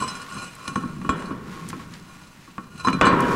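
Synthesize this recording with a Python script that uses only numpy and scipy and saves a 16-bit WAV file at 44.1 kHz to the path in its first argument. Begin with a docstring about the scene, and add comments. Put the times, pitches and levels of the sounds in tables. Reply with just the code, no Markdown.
"""Damped steel clanks and tyre thuds, close and almost mono: a wheel is worked onto a car's hub in a garage.
Its centre scrapes over the studs, which catch and ping, and knocks against the hub.
At last it drops onto the studs and the whole rim rings. Underneath, the rocking tyre rumbles,
clothes rustle and grit ticks over faint room noise."""
import sys
import numpy as np
from scipy import signal
from scipy.fft import rfft, irfft, next_fast_len
from scipy.io import wavfile

SR = 44100
rng = np.random.default_rng(int(sys.argv[2]) if len(sys.argv) > 2 else 0)


def to_wav(s):
    """Save 16-bit WAV."""
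    ch = np.atleast_2d(s).T  # columns
    pcm = np.round(np.clip(ch, -1, 1) * 32767)  # PCM
    wavfile.write(sys.argv[1], SR, pcm.astype(np.int16))


N = 147735

# The wheel's centre, damped by the hub. Each row: pitch in Hz, relative level in dB, t60 in seconds.
CENTRE_MODES = [(487, -12.5, 0.16), (789, -26, 0.36), (944, -15, 0.13), (1013.6, -6, 0.066),
                (1085.5, 5, 0.099), (1186, 0.5, 0.03), (1313, -7, 0.2), (1430, -5.5, 0.074),
                (1555, -10.5, 0.045), (1800, -11.5, 0.084), (2395, -14.5, 0.093)]
# Studs and hub ringing. One entry per mode: pitch in Hz, relative level in dB, t60 in seconds.
STUD_HZ = [1034, 1427, 1776, 2417, 2930, 3297, 4005, 4135, 4480, 5134, 5852, 6089, 6337, 7358, 7860, 8129,
           8441, 9635, 10100]
STUD_DB = [3, 7.5, -2.5, 5, 2.5, -10, -3.5, 3.5, -15, -1.5, -8, -27.5, -1.5, -4.5, -10, -14, 1.5, -6, -14]
STUD_T60_S = [0.23, 0.1, 0.083, 0.088, 0.1, 0.22, 0.28, 0.047, 0.16, 0.11, 0.18, 0.33, 0.11, 0.09, 0.19,
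              .22, 0.06, 0.15, 0.06]
# The studs' crowd of weak modes. Each row: band in Hz, relative level in dB, t60 in seconds.
STUD_WASH = [(855, 12, 0.033), (1390, 1, 0.45), (2000, -26, 0.057), (2570, 12, 0.19), (3320, -13.5, 0.071),
             (4000, 0.5, 0.067), (7000, 0, 0.1), (8300, -2.5, .13), (9800, -1, 0.044), (10150, 5.5, 0.043),
             (12260, -21.5, .08), (15500, -36, .05)]


def undb(db):
    """Decibels to gain."""
    return 10 ** (np.asarray(db) / 20)


def unit(x):
    """Scale to rms 1."""
    return x / np.sqrt(np.mean(x ** 2))


def struck(x, size=882):
    """Scale a hit to rms 1 over its first samples."""
    return x / np.sqrt(np.mean(x[:size] ** 2))


def along(table, hz):
    """Read a table's second column on a log-frequency axis."""
    table = np.array(table, float)
    return np.interp(np.log(np.maximum(hz, 1)), np.log(table[:, 0]), table[:, 1])


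def fader(table, column=1):
    """Gain over time from rows of seconds and dB."""
    table = np.array(table, float)
    return undb(np.interp(np.arange(N) / SR, table[:, 0], table[:, column]))


def colour(x, table):
    """Give a steady sound a spectrum, at rms 1."""
    size = next_fast_len(N)
    gains = undb(along(table, np.fft.rfftfreq(size, 1 / SR)))
    return unit(irfft(rfft(x, size) * gains, size)[:N])


def causal(table, count):
    """Minimum-phase response: a given spectrum with nothing ahead of the attack."""
    cepstrum = irfft(np.log(undb(along(table, np.fft.rfftfreq(count, 1 / SR)))), count)
    return np.exp(rfft(cepstrum * (1 + np.sign(np.fft.fftfreq(count)))))


def ring(modes, count):
    """Struck modes as decaying sines of alternating polarity."""
    t = np.arange(count) / SR
    return struck(sum((-1) ** k * undb(db) * np.sin(2 * np.pi * hz * t) * np.exp(-np.log(1000) * t / t60)
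                      for k, (hz, db, t60) in enumerate(modes)))


def wash(table, count):
    """A crowd of modes: noise whose bands each die at their own rate."""
    t, hz = np.arange(count) / SR, np.fft.rfftfreq(count, 1 / SR)
    noise = rfft(rng.standard_normal(count))
    band_hz, _, t60s = np.array(table).T
    out = 0
    for share, t60 in zip(np.eye(len(table)), t60s):
        band = along(np.c_[band_hz, share], hz)
        out = out + irfft(noise * band, count) * np.exp(-np.log(1000) * t / t60)
    return struck(irfft(rfft(out) * causal(table, count), count), size=count // 16)


def add(out, start_s, x):
    """Mix a sound in at a time."""
    i = max(int(start_s * SR), 0)
    out[i:i + len(x)] += x[:N - i]


def grains(per_s, spread_db):
    """Random clicks, mostly weak and a few strong."""
    clicks = (rng.random(N) < per_s / SR) * rng.choice([-1, 1], N)
    return clicks * undb(spread_db * np.minimum(rng.exponential(size=N), 4))


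def hub_knocks():
    """Each knock cracks, clanks the wheel's centre, thuds the tyre and leaves the rim ringing."""
    # Each row: start in seconds, levels of clank, thud, rim and crack in dB, main clank pitch in Hz.
    knocks = [(.012, -43, -32.5, -47.5, -60, 1080), (0.025, -51, -49, -54, -59, 1050),
              (0.043, -36, -65, -46, -61, 1010), (.365, -37.5, -42, -56, -63, 1060),
              (.678, -34.5, -35, -59, -34, 1108), (.758, -25.5, -24, -43, -34.5, 1100),
              (0.836, -37, -30, -62, -61, 1111), (1.016, -48.5, -39, -53, -45.5, 1140),
              (1.048, -35, -34.5, -50, -61, 1118), (1.092, -19.5, -25.5, -33, -23.5, 1104),
              (1.223, -51, -41, -56, -39, 1040), (1.308, -35, -29, -46.5, -54, 1103),
              (1.730, -34, -33, -51.5, -44, 1083), (1.797, -46, -62, -52.5, -48, 1124),
              (2.476, -49.5, -50, -74, -65, 1113), (2.581, -34, -37, -52, -40, 1109),
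              (2.848, -29, -34.5, -58, -52, 1026), (2.872, -18, -21.5, -47, -35, 1092),
              (2.884, -23, -27.5, -72, -27, 1015), (2.899, -39, -37.5, -43.5, -42, 1026),
              (2.929, -30.5, -27, -41, -36.5, 1080), (3.0121, -18, -21.5, -18.5, -17.5, 1108),
              (3.044, -17, -37, -26, -38, 1054), (3.068, -15, -20, -22.5, -26, 1076),
              (3.128, -23.5, -23.5, -37, -33, 1056), (3.194, -23.5, -26, -52, -44, 1035),
              (3.224, -32, -29.5, -28.5, -42, 1080)]
    # The rim ringing freely. One entry per mode: pitch in Hz, relative level in dB, t60 in seconds.
    rim_hz = [184, 262, 404, 484, 505, 603, 966, 1006, 1053, 1088, 1347, 1394, 1491, 1541, 1820, 2005, 2374,
              2941, 3316, 3484]
    rim_db = [-12, -4, -8, -5, -12, -6.5, -7.5, -7.5, -7, 2, -6, -5, -2, -8.5, -11.5, -18.5, -9, -4.5, -16,
              -21.5]
    rim_t60_s = [2.1, 2, 1.15, 0.53, 1.6, 0.45, 4.5, 0.53, 0.43, 0.37, 0.66, 0.89, 0.71, 0.57, 1.2, 0.45,
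                 0.7, 0.31, 0.68, 0.37]
    # The other layers of a knock. Each row: frequency in Hz, relative level in dB, t60 in seconds.
    tyre_modes = [(313, 8, 0.022), (86.7, -11, 0.1), (139.7, -9.5, 0.17), (175.1, -10.5, 0.61),
                  (193.4, 0.5, 0.1), (261, 0, 0.15), (312.2, -5, 0.071), (376, -16, 0.04)]  # tyre and suspension
    blow_modes = [(1158, 3.5, 0.034), (347, 2.5, 0.026)]  # the blow itself, very short
    thud_wash = [(30, -37, .5), (60, -29.5, 0.68), (151, -8.5, 0.62), (256, 2.5, 0.23), (454, -12.5, 0.18),
                 (715, -31, 0.6), (2000, -80, .1)]  # the tyre's dull body
    rim_wash = [(60, -8, 1.1), (129, -10.5, 1.6), (232, 2, 2.26), (424, 3, 2.3), (740, -9.5, 1.75),
                (1020, 2, 0.86), (1620, -2.5, 1.06), (2220, -15.5, 1.74), (3500, -18, .7),
                (6000, -38.5, 0.47), (15000, -59, .2)]  # the rim's crowd of weak modes
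    crack_wash = [(100, 25, 0.034), (400, -9, 0.45), (710, 10.5, 0.082), (1410, 7.5, 0.11),
                  (2750, 1.5, 0.073), (5200, -17, 0.3), (7700, -13, 0.073), (11100, -36, .07),
                  (15500, -48, .04)]  # the hard edge of contact
    untuned_clank_hz, low_cut_hz = 1090, 60  # a high-pass trims sub-bass from the knocks
    rim = ring(zip(rim_hz, rim_db, rim_t60_s), count=81920)
    tyre = ring(tyre_modes, count=24576)
    snap = 1 + undb(12) * np.exp(-np.arange(8192) / SR / 0.0017)  # lifts the first instant of contact
    out = np.zeros(N)
    for start_s, clank_db, thud_db, ring_db, crack_db, clank_hz in knocks:
        # The clank's pitch shifts with the contact point.
        clank_modes = [(hz * clank_hz / untuned_clank_hz, db, t60) for hz, db, t60 in CENTRE_MODES]
        add(out, start_s, undb(clank_db) * ring(clank_modes, count=12288))
        add(out, start_s, undb(thud_db) * (tyre + undb(-3) * wash(thud_wash, count=24576)))
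        add(out, start_s, undb(clank_db - 3) * ring(blow_modes, count=2048))
        add(out, start_s, undb(ring_db) * rim)
        add(out, start_s, undb(ring_db - 1) * wash(rim_wash, count=32768))
        add(out, start_s, undb(crack_db) * struck(snap * wash(crack_wash, count=8192)))
    return signal.sosfilt(signal.butter(2, low_cut_hz, "high", fs=SR, output="sos"), out)


def stud_pings(focus_db=20, focus_octaves=.08, scatter_db=2):
    """A stud slips off an edge and pings; the place of contact favours some of its modes."""
    # Each row: start in seconds, level in dB, favoured pitch in Hz.
    pings = [(.003, -37, 7860), (.005, -51, 2930), (.023, -25.5, 1034), (.036, -37, 7860),
             (.078, -33.5, 2650), (0.084, -36.5, 5134), (0.102, -39.5, 3830), (0.152, -36.5, 6850),
             (.216, -40, 4600), (.298, -51, 8700), (.342, -45.5, 8450), (0.387, -41.5, 4300),
             (.441, -47, 7860), (0.668, -58, 9800), (.677, -35.5, 10400), (0.756, -38.5, 6800),
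             (1.093, -41, 7358), (1.093, -40.5, 3297), (1.195, -46, 2750), (1.256, -46.5, 4350),
             (2.799, -44, 4270), (2.847, -35, 3940), (2.849, -25.5, 1034), (2.858, -43, 5134),
             (2.871, -38.5, 6337), (2.872, -31, 2417), (2.884, -37.5, 2930), (2.93, -36, 3960),
             (2.930, -35, 2417), (3.015, -42, 4480), (3.053, -34.5, 7670), (3.056, -33.5, 4005),
             (3.068, -32.5, 4480)]
    out = np.zeros(N)
    for start_s, level_db, favoured_hz in pings:
        scatter = scatter_db * rng.standard_normal(len(STUD_HZ))
        octaves_away = np.log2(np.array(STUD_HZ) / favoured_hz)
        focus = focus_db * np.exp(-(octaves_away / focus_octaves) ** 2)
        modes = zip(STUD_HZ, np.array(STUD_DB) + scatter + focus, STUD_T60_S)
        add(out, start_s, undb(level_db) * ring(modes, count=12288))
        add(out, start_s, undb(level_db - 16) * wash(STUD_WASH, count=4096))
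    return out


def stud_scrape():
    """Rusty steel sticks and slips: dense clicks excite the studs and the wheel's centre."""
    # Each row: time in seconds, level of the studs in dB, level of the wheel's centre in dB.
    levels = [(0, -39.5, -32), (.12, -42, -39.5), (.19, -47.5, -42), (.27, -54, -40.5), (.31, -40.5, -39),
              (.44, -40, -43), (.51, -45, -49.5), (.59, -54.5, -50.5), (.66, -44.5, -42),
              (.9, -53.5, -44.5), (1.12, -52.5, -59), (1.24, -48.5, -41.5), (1.38, -62, -46),
              (1.6, -63, -42.5), (1.95, -57, -60), (2.2, -53, -50.5), (2.36, -57, -70), (2.68, -58, -53),
              (2.77, -50.5, -57), (2.81, -42, -44.5), (2.98, -64, -31.5), (3.34, -60, -25.5)]
    slips = grains(per_s=350, spread_db=3)
    stud_body = ring(zip(STUD_HZ, STUD_DB, STUD_T60_S), count=16384)
    stud_body += undb(-3) * wash(STUD_WASH, count=16384)
    studs = unit(signal.fftconvolve(slips, stud_body)[:N])
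    centre = unit(signal.fftconvolve(slips, ring(CENTRE_MODES, count=12288))[:N])
    return fader(levels) * studs + fader(levels, column=2) * centre


def grit_ticks(decay_s=.003, half_width_octaves=0.64, top_hz=10500):
    """Grit snaps in tiny bursts of band-passed noise, with no ring."""
    # Each row: start in seconds, level in dB, pitch the band is built around in Hz.
    ticks = [(0.551, -46, 8020), (.679, -35.5, 4370), (1.688, -37.5, 8940), (1.697, -43, 8500),
             (1.703, -45.5, 5460), (1.702, -38.5, 1910), (1.907, -57, 3945), (1.938, -42, 3400),
             (1.955, -51, 3620), (1.998, -53, 4500), (2.902, -46, 7000), (3.205, -36.5, 7900),
             (3.322, -57, 7000)]
    out, t = np.zeros(N), np.arange(2048) / SR
    for start_s, level_db, hz in ticks:
        edges = [hz / 2 ** half_width_octaves, min(hz * 2 ** half_width_octaves, top_hz)]
        burst = rng.standard_normal(len(t)) * np.exp(-t / decay_s)
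        tick = signal.sosfilt(signal.butter(2, edges, "band", fs=SR, output="sos"), burst)
        add(out, start_s, undb(level_db) * struck(tick, size=300))
    return out


def tyre_rub():
    """The tyre rubs and rumbles as it is rocked."""
    levels = [(0, -39), (.27, -50.5), (.37, -37.5), (.48, -46.5), (.63, -49.5), (.82, -39.5), (1.0, -35),
              (1.35, -40.5), (1.6, -39.5), (1.95, -43.5), (2.1, -48.5), (2.5, -53), (2.68, -47.5),
              (2.83, -42), (2.95, -34), (3.34, -29.5)]  # Each row: time in seconds, level in dB.
    tone = [(25, -6), (42, -12), (60, -7), (110, -2.5), (175, 4.5), (260, -3), (350, -8.5), (500, -32),
            (700, -27.5), (1500, -67)]  # Each row: frequency in Hz, relative level in dB.
    return fader(levels) * colour(rng.standard_normal(N), tone)


def clothes_rustle():
    """Clothes rustle in swells of fine crackle."""
    levels = [(0, -43.5), (.7, -51), (.87, -53), (1.42, -54.5), (1.53, -45), (1.65, -48), (1.69, -44),
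              (1.75, -49), (1.81, -46.5), (1.88, -54), (1.95, -46.5), (2.02, -55), (2.22, -51), (2.3, -55),
              (2.45, -52), (2.7, -61), (2.78, -53.5), (3.15, -45.5), (3.33, -36.5)]  # Each row: time in seconds, level in dB.
    tone = [(300, -12), (900, 5), (1900, 5), (3500, -1), (7000, -6.5), (10000, -12), (13000, -17.5),
            (16000, -26)]  # Each row: frequency in Hz, relative level in dB.
    return fader(levels) * colour(grains(per_s=4000, spread_db=2.5), tone)


def room_tone(level_db=-59):
    """A faint, steady bed of low noise with a trace of hiss."""
    tone = [(15, -38), (25, 16), (82, -4), (221, 4.5), (313, -1), (631, -4.5), (1080, -9.5), (1660, -76.5),
            (2360, -43), (2630, -34.5), (4040, -16.5), (9300, -19), (15500, -18)]  # Each row: frequency in Hz, relative level in dB.
    return undb(level_db) * colour(rng.standard_normal(N), tone)


def garage_walls(direct, t60_s=0.47, echo_db=-19.5):
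    """The walls add a short echo, which alone gives a little stereo width."""
    side_eq = [(30, -5), (70, -1), (140, -4.5), (260, -7), (500, 5), (1000, -0.5), (2000, 6.5), (4000, 5),
               (12000, -0.5)]  # Tone of the side signal. Each row: frequency in Hz, gain in dB.
    t = np.arange(SR // 2) / SR
    tails = rng.standard_normal((2, len(t))) * np.exp(-np.log(1000) * t / t60_s)
    echo, side = (signal.fftconvolve(direct, tail / np.linalg.norm(tail))[:N] for tail in tails)
    side = signal.fftconvolve(side, irfft(causal(side_eq, count=4096)))[:N]
    return direct + undb(echo_db) * echo + undb(-24.5) * side * np.array([[1], [-1]])


def scene():
    """Wheel, handling and room tone, mixed in mono and placed in the garage."""
    wheel = hub_knocks() + stud_pings() + stud_scrape()
    return garage_walls(wheel + grit_ticks() + tyre_rub() + clothes_rustle() + room_tone())


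def record(dry):
    """Soft saturation rounds the loudest peaks and a steep low-pass cuts the top."""
    drive, top_hz = 0.5, 15750
    rounded = np.tanh(drive * dry) / drive
    return signal.sosfilt(signal.ellip(10, .2, 80, top_hz, fs=SR, output="sos"), rounded)


dry = scene()
out = record(dry)
to_wav(out)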